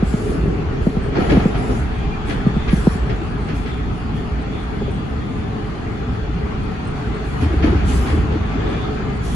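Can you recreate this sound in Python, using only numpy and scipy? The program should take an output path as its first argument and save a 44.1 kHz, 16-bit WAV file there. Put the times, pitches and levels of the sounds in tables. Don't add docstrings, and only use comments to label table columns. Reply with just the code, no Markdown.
import sys
import numpy as np
from scipy import signal
from scipy.fft import rfft, irfft, next_fast_len
from scipy.io import wavfile
from scipy.ndimage import uniform_filter1d, minimum_filter1d, map_coordinates

SR = 44100
rng = np.random.default_rng(int(sys.argv[2]) if len(sys.argv) > 2 else 0)


def pcm_store(signal):
    levels = np.round(np.clip(np.atleast_2d(signal), -1, 1) * 32767)
    wavfile.write(sys.argv[1], SR, levels.astype(np.int16).T)


N = 412335

# (time [s], level [dB])
SWAY_LEVELS = [(0, -41), (1.3, -31.5), (1.85, -37), (2.11, -33), (6.8, -38), (7.58, -51), (9.35, -41)]
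# (frequency [Hz], relative density [dB per Hz])
SWAY_COLOUR = [(12, -21), (22, -3), (30, 0.5), (38, -2), (48, -18), (60, -100)]

# (time [s], floor boom [dB], cabin drone [dB], wall hum [dB], wheel roar [dB])
ROLL_LEVELS = [(0.0, -23.5, -35, -32, -32.5), (0.23, -23.5, -25.5, -26.5, -34.5),
               (1.14, -21.5, -29, -28, -34), (1.38, -21.5, -23, -24.5, -31), (1.82, -22, -26.5, -30.5, -33),
               (2.11, -25.5, -26.5, -32.5, -33.5), (2.91, -21.5, -29, -30, -32),
               (3.41, -25.5, -27, -32, -34.5), (3.98, -24, -24.5, -34.5, -35),
               (4.69, -25.5, -27, -32, -34.5), (5.28, -26.5, -25.5, -32, -35.5),
               (5.8, -31, -26.5, -32.5, -34.5), (6.28, -23.5, -28, -32.5, -35),
               (6.59, -27.5, -26, -32, -34), (7.47, -24, -26.5, -31, -32), (7.66, -19.5, -22, -27.5, -30),
               (7.97, -19.5, -22.5, -29.5, -30), (8.41, -20.5, -24.5, -29.5, -32.5),
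               (8.7, -24.5, -25.5, -27, -30), (9.35, -25, -24.5, -31, -34.5)]
# (frequency [Hz], relative density [dB per Hz])
BOOM_COLOUR = [(8.8, -43), (15, -33), (30, -28), (49, 1), (65, 0.5), (92, -11.5), (141, -10), (160, -10),
               (210, -21), (350, -120)]
DRONE_COLOUR = [(59, -24.5), (100, -2.5), (145, -6), (172, -6.5), (199, -4.5), (250, -7.5), (320, -14.5),
                (550, -120)]
HUM_COLOUR = [(140, -37), (230, -4.5), (344, -3), (371, -2.5), (430, 3.5), (451, -1.5), (471, -8),
              (520, -10.5), (680, -16.5), (1140, -120)]
ROAR_COLOUR = [(260, -57), (450, -16), (472, -43), (540, -15), (649, -9.5), (770, -5.5), (935, -11),
               (1170, -9), (1560, -12.5), (2770, -19.5), (3090, -22), (3370, -23), (3900, -28),
               (4400, -26.5), (5500, -35), (6800, -35), (8300, -50), (10800, -113), (18300, -120)]

# (frequency [Hz], half width [Hz], mean level [dB])
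WHINE_BANDS = [(749, 35, -47), (1280, 100, -47.5), (2400, 110, -56), (4341, 50, -64)]
# (time [s], level [dB])
SING_LEVELS = [(0, -60), (.47, -74), (1.14, -69), (1.2, -49), (1.27, -58), (1.32, -47), (1.45, -53),
               (1.66, -64), (1.95, -53), (2.6, -45.5), (2.9, -54), (3.31, -68), (3.72, -46), (4.07, -59),
               (4.17, -45), (4.32, -63), (4.6, -45), (4.75, -53), (4.87, -48), (5.0, -51), (5.3, -52),
               (5.73, -61), (6.04, -55), (6.77, -60), (7.16, -58), (7.84, -60), (7.9, -47), (8.0, -56),
               (8.09, -45), (8.18, -60), (8.45, -51), (8.62, -49), (8.85, -41.5), (8.96, -66), (9.17, -60),
               (9.35, -42)]
# (time [s], level [dB])
FLARE_LEVELS = [(1.85, -77), (1.96, -52), (2.15, -41), (2.23, -70), (2.4, -80)]

# (time [s], length [s], level [dB])
AIR_BURSTS = [(0.022, 0.31, -47), (0.788, 0.11, -53.5), (1.145, 0.34, -50.5), (1.248, 0.16, -65),
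              (1.532, 0.25, -48), (2.245, 0.021, -40), (2.676, 0.26, -44.5), (3.103, 0.026, -58),
              (3.514, 0.032, -47.5), (4.118, 0.054, -54), (7.21, 0.22, -56.5), (7.38, .04, -51),
              (7.607, 0.035, -52), (7.84, 0.14, -37.5), (7.977, 0.16, -50.5), (9.2, 0.22, -41)]
# (frequency [Hz], relative density [dB per Hz])
HISS_SHARED = [(2650, 1), (4500, 1.5), (5740, 1.5), (7220, 3.5), (8040, 2.5), (8470, -44), (8580, -36),
               (8730, -51), (8960, -7), (9980, 5.5), (11400, -6), (12300, -11), (12700, -15), (16500, -40),
               (22000, -120)]
# (frequency [Hz], relative density [dB per Hz])
HISS_OPPOSED = [(2650, -34), (4500, 2.5), (6230, -1.5), (8010, 2.5), (9080, 9.5), (10500, -16),
                (10700, -16), (11000, -56), (11300, -26), (11500, -35), (12700, -0.5), (16500, -31),
                (22000, -120)]
# (frequency [Hz], relative density [dB per Hz])
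DRAUGHT_COLOUR = [(5000, -55), (6500, -17), (8000, 10), (9500, -12), (10300, -9), (10800, -64)]

# (time [s], relative level [dB])
TAP_TIMES = [(4.815, -16.5), (4.876, -17.5)]
# (frequency [Hz], mean level [dB], time to fall 60 dB [s])
HOLLOW_MODES = [(395, 1, 0.082), (540, -1, 0.052), (810, -8, 0.034)]

# (crest time [s], relative level [dB], pitch [Hz])
FLOOR_BUMPS = [(0.079, -9, 62.6), (0.443, -14.5, 78), (0.488, -11, 66), (0.561, -14.5, 92),
               (0.605, -15.5, 69.5), (0.692, -23, 76.4), (0.774, -15, 69), (0.813, -15.5, 73.6),
               (1.235, -14, 88.5), (1.345, -8.5, 76.6), (1.847, -13, 74.5), (2.702, -13.5, 56.7),
               (2.816, -20, 69), (2.951, -17, 75.5), (3.038, -16, 60.5), (3.545, -22, 70),
               (3.833, -15, 65.6), (4.176, -14.5, 70.4), (4.33, -14, 67), (4.52, -23, 67), (5.172, -14, 63),
               (5.39, -16, 67), (6.112, -13, 72), (6.233, -14.5, 73), (6.275, -14, 62), (6.445, -13, 65),
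               (6.545, -16, 62), (7.435, -9, 83), (7.468, -9.5, 78), (7.52, -13, 81.4), (7.582, -6, 71.5),
               (7.634, -9, 81), (7.687, -7.5, 74), (7.767, -5, 78), (7.854, -13, 83), (7.943, -5.5, 72),
               (7.992, -9, 73.6), (8.028, -12, 72.6), (8.117, -9, 79.4), (8.159, -6, 74), (8.242, -16, 82),
               (8.324, -13.5, 68.6), (8.376, -14, 83.5), (8.415, -15, 85), (8.583, -12.5, 76.6)]
# (crest time [s], relative level [dB], pitch [Hz])
WALL_SHUDDERS = [(0.378, -12, 172), (0.434, -15, 346), (0.455, -15, 147), (0.485, -11, 170),
                 (0.605, -14, 161), (0.461, -12, 400), (0.559, -22, 350), (0.734, -17, 253),
                 (0.892, -13, 270), (1.168, -12, 350), (1.229, -28, 298), (1.306, -16, 333),
                 (1.33, -2, 288), (1.512, -21, 310), (1.565, -19, 285), (1.609, -23, 260),
                 (1.699, -10.5, 275), (1.727, -27, 308), (1.788, -20, 264), (2.295, -17.5, 300),
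                 (2.315, -21, 280), (2.352, -14, 258), (3.22, -14, 336), (3.541, -14, 275),
                 (4.225, -19, 277), (4.395, -18, 242), (6.1, -17, 250), (6.3, -17.5, 292),
                 (6.368, -15, 169), (7.436, -9, 276), (7.462, -14, 302), (7.51, -14, 340),
                 (7.541, -10, 305), (7.647, -3.5, 293), (7.678, -7.5, 316), (7.732, -6, 342),
                 (7.755, -11.5, 290), (7.787, -16.5, 267), (7.842, -19, 330), (7.905, -15, 257),
                 (7.955, -31, 275), (8.05, -16, 324), (8.094, -16, 294), (8.146, -9.5, 290),
                 (8.178, -14, 333), (8.247, -15, 286), (8.363, -11.5, 322), (8.557, -13, 277)]

# (time [s], rise [s], clatter [relative dB], clang [relative dB], thud [relative dB])
JOINT_BLOWS = [(1.115, 0.018, -26.5, -19.5, -22), (1.146, 0.016, -19.5, -15, -8.5),
               (1.205, .02, -26, -29, -13.5), (1.287, 0.014, -16, -16.5, -4), (1.345, 0.02, -28, -30, -33),
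               (1.39, .014, -35, -41, -29), (1.537, 0.011, -25.5, -19, -28),
               (1.6836, 0.012, -46, -22, -15.5), (2.27, .012, -28, -23.5, -16.5),
               (2.292, 0.0067, -24.5, -42, -26), (2.673, 0.0093, -21, -42, -18),
               (3.088, 0.0082, -26, -31, -18), (3.473, 0.011, -25.5, -40, -20),
               (3.65, 0.012, -26, -40, -23), (7.4016, 0.013, -22.5, -26, -18.5),
               (7.615, 0.016, -18.5, -22, -12.5), (7.665, .014, -35.5, -32, -27),
               (7.75, .014, -45, -42, -33), (7.875, .02, -23, -34, -28), (7.97, .014, -33, -31, -21),
               (8.05, 0.023, -20, -27, -19), (8.095, 0.013, -31, -34, -24), (8.2994, .014, -26.5, -38, -13),
               (8.5644, .014, -43, -32, -31)]
# (frequency [Hz], relative density [dB per Hz])
CLATTER_COLOUR = [(590, -41), (1000, 1), (1180, -4.5), (1340, -3.5), (1490, -6), (1880, 0.5), (2350, 0),
                  (2750, -4.5), (3310, -5), (3580, -12), (4350, -11), (5470, -19.5), (6520, -22),
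                  (8200, -43), (10700, -82), (18000, -120)]
THUD_COLOUR = [(65, -42), (110, 7.5), (216, -1), (303, 1), (481, -1), (620, -14.5), (810, -38),
               (1360, -120)]
# (frequency [Hz], width [Hz], relative level [dB])
WHEEL_MODES = [(1384, 54, 0.5), (1670, 65, 2.5), (1920, 70, -2), (2190, 70, -5.5), (2357, 22, -2.5),
               (2910, 50, -9), (3110, 50, -16), (3260, 54, -8), (3520, 60, -12), (4320, 50, -11),
               (5060, 90, -17)]

# (time [s], relative level [dB], rise [s], length [s])
PANEL_KNOCKS = [(0.0225, -4.5, .0057, .0178), (0.135, -5, .0064, .0168), (0.8652, -2.5, .0054, .0156),
                (0.9646, -7, .0054, .0162), (1.185, -8.5, .0041, .0198), (1.3679, -1, .0045, .017),
                (1.4524, -3.5, .0046, .0172), (2.4626, -2.5, .0057, .017), (2.5611, -7, .0062, .0175),
                (2.7267, -1, .0059, .0167), (2.7722, -15, .0055, .017), (2.8682, -0.5, .0044, .0159),
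                (2.9493, -11.5, .006, .0142)]

# (frequency [Hz], left-right correlation [-1 to 1])
PORT_LIKENESS = [(40, 0.94), (85, 0.98), (130, 0.74), (300, 0.85), (500, 0.065), (800, 0), (8000, 0.011)]
# (frequency [Hz], left minus right [dB])
PORT_LEAN = [(30, -3.5), (60, -1.5), (110, 2), (200, -0.5), (350, 1.0), (640, 1.5), (1150, 2.5), (2080, 3),
             (3750, -1), (6770, -2.5), (12200, 0)]

GLINT_DB, GLINT_S = -7, 0.035
DRIFT = 0.018
SING_HZ, SING_HALF_WIDTH_HZ = 3400, 210
FLARE_HZ, FLARE_HALF_WIDTH_HZ = 2400, 14
PUFF_ATTACK_S, PUFF_T60_S, LEAK_DB = 0.052, 0.37, -61.5
JOINT_T60_S = 0.37
CHATTER_PER_S, CHATTER_DB = 300, -5
KNOCK_HZ = 171
PORT_LEAD_S = 0.00024
TOP_HZ = 12823


def amp(db):
    return 10 ** (np.asarray(db) / 20)


def unit(x):
    return x / np.sqrt(np.mean(x ** 2) + 1e-20)


def along(points, hz):
    f, v = np.transpose(points)
    return np.interp(np.log(hz + 1), np.log(f + 1), v)


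def curves(rows):
    s, *columns = np.transpose(rows)
    return [np.interp(np.arange(N) / SR, s, column) for column in columns]


def wobble(rate):
    knots = rng.standard_normal(int(N * rate / SR) + 4)
    return map_coordinates(knots, [np.arange(N) * rate / SR])


def filtered(x, response):
    m = next_fast_len(N + SR // 2)
    return irfft(rfft(x, m) * response(np.fft.rfftfreq(m, 1 / SR)), m)[..., :N]


def patchy(patchy_db):
    z = signal.stft(rng.standard_normal((2, N)), nperseg=512)[2]
    field = rng.standard_normal(z.shape[1:])
    field = uniform_filter1d(field, size=5, axis=0)
    field = uniform_filter1d(field, size=12, axis=1)
    return signal.istft(z * amp(patchy_db * unit(field)), nperseg=512)[1][:, :N]


def rush(spectrum, alike, patchy_db):
    def mid_side(hz):
        turn = np.arccos(np.clip(along(alike, hz), -1, 1)) / 2
        return amp(along(spectrum, hz)) * np.array([np.cos(turn), np.sin(turn)])

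    mid, side = filtered(patchy(patchy_db), mid_side)
    return unit(np.array([mid + side, mid - side]))


def band(hz, half_width, alike):
    mid, side = filtered(rng.standard_normal((2, N)), lambda f: 1 / (1 + ((f - hz) / half_width) ** 2))
    turn = np.arccos(np.clip(alike, 0, 1)) / 2
    return unit(np.cos(turn) * mid + np.sin(turn) * side * np.array([[1], [-1]]))


def drifting(x):
    speed = 1 + DRIFT * wobble(3)
    place = np.clip(np.cumsum(speed) * (N - 1) / speed.sum(), 0, N - 1)
    return np.array([map_coordinates(side, [place]) for side in x])


def sway():
    level_db, = curves(SWAY_LEVELS)
    return amp(level_db + 4.7 * wobble(2.66)) * rush(SWAY_COLOUR, PORT_LIKENESS, patchy_db=0.5)


def glints(count):
    out, t = np.zeros((2, N + SR)), np.arange(SR // 8) / SR
    swell = t / GLINT_S * np.exp(-t / GLINT_S * 2)
    for when, pitch, size, side in rng.random((count, 4)):
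        hz = 600 * 8 ** pitch
        level = amp(along(ROAR_COLOUR, hz) + 4.5 * size) * np.sqrt(hz)
        tone = level * swell * np.sin(2 * np.pi * hz * t)
        pan = np.array([[np.cos(np.pi * side)], [np.sin(np.pi * side)]])
        out[:, round(when * N):][:, :len(t)] += tone * pan
    return unit(out[:, :N])


def rolling():
    boom_db, drone_db, hum_db, roar_db = curves(ROLL_LEVELS)
    jolt = wobble(8.7)
    boom_gain = amp(boom_db + 1.2 * jolt + 0.6 * wobble(6))
    drone_gain = amp(drone_db + 1.1 * jolt + 0.4 * wobble(9))
    hum_gain = amp(hum_db + 0.88 * jolt + 1.0 * wobble(12))
    roar_gain = amp(roar_db + 0.11 * jolt + 0.08 * wobble(27))
    boom = boom_gain * rush(BOOM_COLOUR, PORT_LIKENESS, patchy_db=0.4)
    drone = drone_gain * rush(DRONE_COLOUR, PORT_LIKENESS, patchy_db=0.6)
    hum = hum_gain * rush(HUM_COLOUR, PORT_LIKENESS, patchy_db=0.2)
    wheels = rush(ROAR_COLOUR, PORT_LIKENESS, patchy_db=1.45) + amp(GLINT_DB) * glints(count=1500)
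    return boom + drone + hum + roar_gain * unit(wheels)


def singing():
    bands = np.zeros((2, N))
    for hz, half_width, db in WHINE_BANDS:
        gain = amp(db + 1.2 * wobble(2.45) + 1.5 * wobble(9))
        bands += gain * drifting(band(hz, half_width, alike=0))
    flare_db, = curves(FLARE_LEVELS)
    bands += amp(flare_db + 2.5 * wobble(20)) * band(FLARE_HZ, FLARE_HALF_WIDTH_HZ, alike=0.5)
    sing_db, = curves(SING_LEVELS)
    sing = drifting(band(SING_HZ, SING_HALF_WIDTH_HZ, alike=0))
    return bands + amp(sing_db + 1.5 * wobble(14)) * sing


def puffs():
    t = np.arange(N) / SR
    gain = amp(LEAK_DB + 2.0 * wobble(7))
    for s, length, db in AIR_BURSTS:
        rise = np.clip((t - s) / PUFF_ATTACK_S, 0, 1) ** 2
        fall_db = -60 * np.clip(t - s - length, 0, None) / PUFF_T60_S
        gain = gain + rise * amp(db + fall_db)
    return gain


def hiss():
    def mid_side(hz):
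        return amp([along(HISS_SHARED, hz), along(HISS_OPPOSED, hz) + 1.4])

    mid, side = filtered(patchy(patchy_db=3.5), mid_side)
    air = unit(np.array([mid + side, mid - side]))
    bursts = puffs() * amp(0.37 * wobble(24)) * air
    opposite = [(8000, -1.0)]
    draught = amp(-60 + 0.8 * wobble(6)) * rush(DRAUGHT_COLOUR, opposite, patchy_db=8.0)
    return bursts + draught


def taps():
    out, t = np.zeros(N + SR), np.arange(SR // 8) / SR
    for s, db in TAP_TIMES:
        ring = np.zeros(len(t))
        for hz, level_db, t60 in HOLLOW_MODES:
            fade = amp(level_db + rng.normal(0, 2.2) - 60 * t / t60)
            ring += fade * np.sin(2 * np.pi * hz * t)
        out[round(s * SR):][:len(t)] += amp(db) * (1 - np.exp(-t / 0.0031)) * ring
    return out[:N]


def thumps(rows, rise_cycles, fall_cycles, rough):
    out, t = np.zeros(N + SR), np.arange(-SR // 20, SR // 10) / SR
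    for s, db, hz in rows:
        swell = (t * hz / rise_cycles) ** 2
        decay = np.abs(t * hz / fall_cycles) ** 0.96
        shape = np.exp(-np.where(t < 0, swell, decay))
        turn, sag = rng.random(2)
        wander = np.cumsum(rng.standard_normal(len(t))) * rough / np.sqrt(SR / hz)
        phase = 2 * np.pi * (hz * t * (1 - sag * t) + turn)
        wave = np.sin(phase + uniform_filter1d(wander, size=40))
        out[round(s * SR) - SR // 20:][:len(t)] += amp(db) * shape * wave
    return out[:N]


def bumps():
    floor = amp(-2.5) * thumps(FLOOR_BUMPS, rise_cycles=0.97, fall_cycles=1.66, rough=0.6)
    walls = amp(-4.0) * thumps(WALL_SHUDDERS, rise_cycles=1.96, fall_cycles=3.1, rough=0.53)
    return floor + walls * amp([[0.6], [-0.6]])


def chatter(strength):
    ticks = (rng.random((2, N)) < CHATTER_PER_S / SR) * rng.standard_normal((2, N))

    def modes(f):
        total = 0
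        for k, (hz, width, db) in enumerate(WHEEL_MODES):
            resonance = 1j * f * width / (hz * hz - f * f + 1j * f * width)
            total = total + (-1) ** k * amp(db) * resonance
        return total

    return filtered(strength * ticks, modes) / np.std(filtered(ticks, modes))


def joints():
    t = np.arange(N) / SR
    clatter, clang, thud = np.zeros((3, N))
    for s, rise, clatter_db, clang_db, thud_db in JOINT_BLOWS:
        u = np.clip(t - s, 0, None)
        fade = amp(-60 * u / JOINT_T60_S)
        onset = 1 - np.exp(-(u / rise) ** 2)
        clatter += amp(clatter_db - 8) * (fade + 0.44 * np.exp(-u / 0.031)) * onset
        clang += amp(clang_db - 9.0) * np.sqrt(fade) * (1 - np.exp(-u / rise))
        thud += amp(thud_db - 10) * (u / 0.047) ** 1.02 * np.exp(1.5 - 1.45 * u / 0.037)
    grit = uniform_filter1d(rng.standard_normal(N), size=150)
    grit = unit(uniform_filter1d(grit, size=150))
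    rattle = amp(1.2 * wobble(38) + 1.6 * grit - 1)
    rattling = clatter * rush(CLATTER_COLOUR, PORT_LIKENESS, patchy_db=0.7)
    ringing = clang * (band(734, 133, alike=0) + amp(-7.5) * band(1300, 110, alike=0))
    lumps = amp(2.5 * wobble(30))
    body = thud * lumps * rush(THUD_COLOUR, PORT_LIKENESS, patchy_db=1)
    return rattle * (rattling + ringing) + amp(CHATTER_DB) * chatter(clatter) + body


def panel():
    out, t = np.zeros(N + SR), np.arange(SR // 10) / SR
    body = signal.butter(2, [130, 650], "bandpass", fs=SR, output="sos")
    sweep_hz = KNOCK_HZ * (1 + 9.8 * np.exp(-t / 0.00207))
    phase = 2 * np.pi * np.cumsum(sweep_hz) / SR
    buzz_gain = amp(-12.0 - 60 * t / 0.04) * (1 - np.exp(-t / 0.0048))
    for s, db, rise, length in PANEL_KNOCKS:
        wave = np.sin(phase + rng.normal(0, 0.08))
        shape = (1 - np.exp(-(t / rise) ** 2.9)) * np.exp(-(t / length) ** 8.9)
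        knock = 1.3 * np.tanh(0.75 * shape * wave)
        buzz = unit(signal.sosfilt(body, rng.standard_normal(len(t)))) * buzz_gain
        out[round(s * SR):][:len(t)] += amp(db) * (knock + buzz)
    sides = np.array([[1], [-1]])
    return filtered(out[:N], lambda f: np.exp(1j * np.pi * f * PORT_LEAD_S * sides))


def scene():
    return sway() + rolling() + singing() + hiss() + taps() + bumps() + joints() + panel()


def record(dry):
    halves = np.array([[0.5], [-0.5]])
    x = filtered(dry, lambda hz: amp(along(PORT_LEAN, hz) * halves))
    need = np.minimum(1, 0.92 / (np.abs(x).max(axis=0) + 1e-9))
    held = minimum_filter1d(need, size=1301, origin=500)
    return filtered(x * uniform_filter1d(held, size=201), lambda hz: hz < TOP_HZ)


dry = scene()
out = record(dry)
pcm_store(out)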